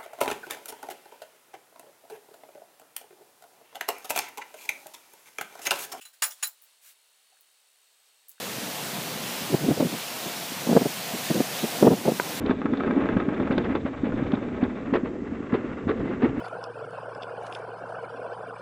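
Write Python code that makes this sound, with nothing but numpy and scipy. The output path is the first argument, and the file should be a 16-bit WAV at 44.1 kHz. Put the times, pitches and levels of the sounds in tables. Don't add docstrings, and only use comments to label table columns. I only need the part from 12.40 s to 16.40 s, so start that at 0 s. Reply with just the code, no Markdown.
import sys
import numpy as np
from scipy import signal
from scipy.fft import rfft, irfft, next_fast_len
from scipy.io import wavfile
from scipy.ndimage import map_coordinates

SR = 44100
rng = np.random.default_rng(int(sys.argv[2]) if len(sys.argv) > 2 else 0)


def output_pcm(signal):
    pcm = np.clip(np.atleast_2d(signal).T, -1, 1) * 32767
    wavfile.write(sys.argv[1], SR, np.round(pcm).astype(np.int16))


N = 176400


def rolling():
    # time_s, level_db
    drone_levels = [(0, -34.5), (.14, -32.5), (.24, -32.5), (.49, -28), (.67, -28.5), (1.25, -29.5),
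                    (1.41, -34.5), (1.58, -39), (1.68, -30), (1.83, -32), (2.02, -32), (2.16, -33.5),
                    (2.31, -31), (2.45, -35), (2.74, -35), (3.2, -36), (3.42, -37), (3.52, -32),
                    (3.66, -29.5), (4, -34)]
    wheel_levels = [(0.0, -42.5), (0.11, -45.5), (0.57, -38), (0.66, -35.5), (0.87, -39), (1.27, -37.5),
                    (1.45, -45), (1.68, -44), (1.83, -38), (2.02, -43), (2.47, -41.5), (2.65, -48.5),
                    (2.86, -46), (3.13, -43), (3.52, -45.5), (3.69, -39.5), (4.0, -42)]
    scrape_levels = [(0, -59.5), (.18, -60.5), (.4, -58.5), (.68, -59.5), (.95, -61), (1.2, -59.5),
                     (1.55, -64.5), (1.72, -63), (1.87, -56.5), (2.05, -64), (2.45, -64.5), (2.65, -71),
                     (3.3, -67), (3.7, -62.5), (4, -74)]
    # freq_hz, relative_db
    shell_spectrum = [(40, -28.5), (120, -18), (180, -10), (222, -1.5), (245, -1.5), (272, 2), (310, -5.5),
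                      (400, -6.5), (480, -10), (580, -16), (720, -23.5), (1400, -52.5), (3000, -85.5)]
    wheel_spectrum = [(150, -20), (450, 1), (650, 2), (1100, 1.5), (1500, -0.5), (2000, -3), (2500, -9),
                      (3100, -15.5), (3600, -24.5), (4300, -32), (5200, -38.5), (8000, -54)]
    scrape_spectrum = [(800, -28.5), (2200, -5.5), (2800, -4.5), (3200, -5), (3650, 0), (4200, -12),
                       (5200, -22.5), (8000, -46.5)]
    wheel_hz = 28 + 2.69 * wobble(4.1)
    turn = np.sin(2 * np.pi * np.cumsum(wheel_hz) / SR)
    load_db = 1.5 * wobble(45) + 0.52 * turn
    drone = unit(body(contacts(rate_hz=1500, spread_db=1.5), shell_spectrum))
    drone *= amp(curve(drone_levels) + 1.5 + load_db + 0.6 * wobble(14))
    grit = contacts(rate_hz=5000, spread_db=3)
    grit *= amp(curve(wheel_levels) - 0.5 + load_db + 2.2 * wobble(90))
    scrape = contacts(rate_hz=4000, spread_db=6) * amp(curve(scrape_levels) + 3.3 * wobble(56))
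    return drone + steel(grit, wheel_spectrum, ring=1.0) + steel(scrape, scrape_spectrum, ring=0.58)


def thumps():
    # start_s, level_db, pitch_hz
    bumps = [(.039, -15.5, 270), (.067, -15.5, 259), (.094, -11, 250), (0.108, -12.5, 258),
             (.251, -12, 275), (0.321, -18, 259), (0.331, -16, 270), (.478, -16.5, 255), (.546, -23, 260),
             (0.563, -13.5, 274), (0.574, -13.5, 260), (0.621, -20, 278), (0.645, -18, 250),
             (0.723, -17, 250), (0.751, -16.5, 230), (.764, -9, 210), (.881, -11, 248), (0.903, -18, 270),
             (.998, -14, 234), (1.011, -18.5, 253), (1.101, -15, 223), (1.172, -14.5, 229),
             (1.192, -18.5, 245), (1.299, -17, 262), (1.349, -13.5, 306), (1.448, -17, 248),
             (1.632, -12.5, 266), (1.651, -20, 261), (1.739, -17, 268), (1.822, -16.5, 270),
             (1.932, -8.5, 246), (2.226, -7.5, 255), (2.525, -11.5, 250), (2.552, -12, 384),
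             (2.572, -19.5, 377), (2.631, -16.5, 244), (2.818, -21.5, 265), (2.919, -21, 250),
             (3.002, -21, 292), (3.128, -9.5, 245), (3.145, -14.5, 365), (3.243, -19, 279),
             (3.468, -16, 245), (3.492, -20.5, 274), (3.594, -19.5, 220), (3.832, -8.5, 272),
             (3.841, -11, 250), (3.856, -12.5, 334), (3.974, -20, 268), (3.989, -20, 260)]
    rise_s, decay_s = 0.0046, 0.0031
    seat_db, seat_hz = -17.5, 118
    t = np.arange(SR // 10) / SR
    attack = np.sin(np.pi / 2 * np.minimum(t / rise_s, 1)) ** 2
    release = np.exp(1 - np.hypot(1, np.maximum(t - rise_s, 0) / decay_s))
    out = np.zeros(N + SR)
    for (start_s, level_db, pitch_hz), phase in zip(bumps, rng.random((len(bumps), 2))):
        shell = np.sin(2 * np.pi * (pitch_hz * t + phase[0]))
        seat = amp(seat_db) * np.sin(2 * np.pi * (seat_hz * t + phase[1]))
        out[round(start_s * SR):][:len(t)] += amp(level_db) * attack * release * (shell + seat)
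    return out[:N]


def clacks():
    # start_s, level_db
    hits = [(.094, -22.5), (0.109, -19), (.216, -24), (.257, -18.5), (.335, -23), (0.405, -24),
            (0.435, -20.5), (0.446, -27.5), (.477, -27), (.509, -22), (0.546, -33.5), (0.578, -24),
            (0.613, -30.5), (0.656, -22.5), (0.688, -21.5), (.768, -18.5), (0.8, -22), (0.888, -24.5),
            (0.999, -23.5), (1.073, -23), (1.108, -25), (1.179, -17.5), (1.245, -39.5), (1.351, -19),
            (1.46, -27.5), (1.721, -27.5), (1.937, -25), (1.971, -30), (2.171, -44), (2.234, -27.5),
            (2.556, -22.5), (3.123, -25.5), (3.15, -30), (3.492, -22), (3.603, -29.5), (3.824, -21),
            (3.845, -21)]
    ticks = [(.061, -32.5), (0.102, -38.5), (.371, -37.5), (.402, -43), (1.121, -35.5), (1.179, -30.5),
             (1.244, -42), (1.353, -37), (1.653, -49), (1.917, -35), (1.938, -41), (1.951, -39),
             (2.235, -37.5), (2.549, -47), (3.149, -40), (3.489, -40)]
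    # freq_hz, relative_db
    hit_spectrum = [(100, -23.5), (250, -3), (420, 4.5), (700, -8), (1000, -2), (1300, -1), (1600, -4.5),
                    (2200, -15), (3000, -25), (3700, -27.5), (5000, -41), (8000, -60.5)]
    tick_spectrum = [(400, -13.5), (1200, 4.5), (2400, -3), (3000, -2), (3700, 1), (4600, -14.5),
                     (6000, -27.5), (8500, -44)]
    strike_db, chatter_db = 16.5, -4.5
    chatter = sum(amp(db + chatter_db) * burst(s, hold_s=0.002, rise_s=0.0016, decay_s=0.0066)
                  for s, db in hits)
    chatter *= contacts(rate_hz=6000, spread_db=1.5)
    strike = np.zeros(N)
    for start_s, level_db in hits:
        strike[round((start_s + 0.001) * SR)] = amp(level_db + strike_db)
    tick = sum(amp(db) * burst(s, hold_s=0.0026, rise_s=0.002, decay_s=0.0042) for s, db in ticks)
    tick *= rng.standard_normal(N)
    return steel(strike + chatter, hit_spectrum, ring=1.6) + steel(tick, tick_spectrum, ring=1.0)


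def seams():
    # start_s, length_s, level_db
    crossings = [(0.048, 0.075, -32.5), (1.104, 0.017, -27.5), (1.176, 0.017, -32.5), (1.347, 0.023, -32.5),
                 (1.449, 0.032, -33.5), (1.638, 0.039, -33.5), (1.933, 0.01, -31.5), (2.235, 0.017, -35.5),
                 (2.533, 0.03, -22), (2.644, 0.027, -32.5), (3.13, 0.024, -24), (3.24, 0.024, -37),
                 (3.474, 0.041, -27.5), (3.817, 0.045, -26)]
    # freq_hz, relative_db
    spectrum = [(60, -16.5), (150, -10.5), (260, -4.5), (400, 4), (720, -8), (1100, -8), (1600, -14),
                (2200, -14.5), (3000, -24.5), (3600, -28.5), (4600, -41.5), (5600, -55.5), (8500, -66.5)]
    shake = sum(amp(level_db) * burst(start_s, length_s, rise_s=0.005, decay_s=0.012)
                for start_s, length_s, level_db in crossings)
    return steel(shake * contacts(rate_hz=2000, spread_db=1.0), spectrum, ring=0.7)


def steel(x, spectrum, ring):
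    # centre_hz, width_hz, lift_db (at ring = 1)
    bend_modes = [(600, 150, 5.5), (838, 27, 5.5), (946, 30, -1.5), (1093, 47, 2.5), (1279, 45, 4.5),
                  (1597, 39, 4.5), (1840, 100, 0), (2020, 50, 2), (2336, 77, 4.5), (2630, 70, 3.5),
                  (3520, 130, 6.5), (3610, 81, -2)]
    straight_modes = [(440, 94, 6), (862, 57, -0.5), (960, 30, -4.5), (1143, 79, 3.5), (1370, 39, 3.5),
                      (1630, 54, 1), (1825, 70, 1.5), (2028, 44, 5.5), (2260, 70, 2.5), (2380, 120, -5),
                      (2700, 58, 7), (2920, 60, -3.5), (3400, 60, 0)]
    bend_exit_s, fade_s = 2.47, 0.31
    straight = np.clip((clock() - bend_exit_s) / fade_s + 0.5, 0, 1)
    in_bend = body(x * (1 - straight), spectrum, bend_modes, ring)
    return in_bend + body(x * straight, spectrum, straight_modes, ring)


def trough(blows):
    tail_db, decay_s = -17.5, 0.097
    t = np.arange(SR // 2) / SR
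    tail = rng.standard_normal(len(t)) * np.exp(-t / decay_s)
    return blows + amp(tail_db) * signal.fftconvolve(blows, tail / np.linalg.norm(tail))[:N]


def wind():
    # time_s, level_db
    gusts = [(0, -40.5), (.45, -48.5), (.77, -39.5), (.9, -46), (1.1, -35), (1.5, -43), (1.75, -36.5),
             (2.2, -41), (2.8, -45), (3.4, -45.5), (3.6, -35), (3.72, -47), (3.84, -40.5), (4, -40)]
    # freq_hz, relative_db
    spectrum = [(10, -4.5), (28, -12.5), (55, -0.5), (90, 3), (150, 1.5), (300, -15), (1000, -53)]
    buffet = unit(body(rng.standard_normal(N), spectrum))
    return buffet * amp(curve(gusts) + 2.8 * wobble(18))


def body(x, spectrum, modes=(), ring=0):
    size = next_fast_len(N + SR // 4)
    hz = np.fft.rfftfreq(size, 1 / SR)
    freq_hz, relative_db = np.transpose(spectrum)
    gain_db = np.interp(np.log(hz + 1), np.log(freq_hz + 1), relative_db)
    gain_db += ring * sum(lift_db / (1 + (2 * (hz - centre_hz) / width_hz) ** 2)
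                          for centre_hz, width_hz, lift_db in modes)
    cepstrum = irfft(np.log(unit(amp(gain_db))), size)
    cepstrum[1:size // 2] *= 2
    cepstrum[size // 2 + 1:] = 0
    return irfft(rfft(x, size) * np.exp(rfft(cepstrum)), size)[:N]


def contacts(rate_hz, spread_db):
    hit = rng.random(N) < rate_hz / SR
    sign = rng.choice([-1, 1], N)
    strength = amp(spread_db * np.clip(rng.standard_normal(N), -2, 2))
    return unit(hit * sign * strength)


def burst(start_s, hold_s, rise_s, decay_s):
    t = clock() - start_s
    return np.clip(t / rise_s, 0, 1) * np.exp(-np.maximum(t - hold_s, 0) / decay_s)


def wobble(rate_hz):
    knots = rng.standard_normal(int(N * rate_hz / SR) + 4)
    return map_coordinates(knots, [clock() * rate_hz])


def curve(rows):
    return np.interp(clock(), *np.transpose(rows))


def clock():
    return np.arange(N) / SR


def amp(db):
    return 10 ** (np.asarray(db) / 20)


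def unit(x):
    return x / np.sqrt(np.mean(x ** 2) + 1e-20)


def scene():
    return (rolling() + trough(thumps() + clacks() + seams()) + wind())[None]


def record(dry):
    ceiling, hiss_db, cutoff_hz = 0.27, -63.5, 7950
    rounded = dry / (1 + np.abs(dry / ceiling) ** 6) ** (1 / 6)
    hiss = amp(hiss_db) * rng.standard_normal(dry.shape)
    size = next_fast_len(N + SR // 2)
    lowpass = 1 / np.sqrt(1 + (np.fft.rfftfreq(size, 1 / SR) / cutoff_hz) ** 56)
    return irfft(rfft(rounded + hiss, size) * lowpass, size)[..., :N]


dry = scene()
out = record(dry)
output_pcm(out)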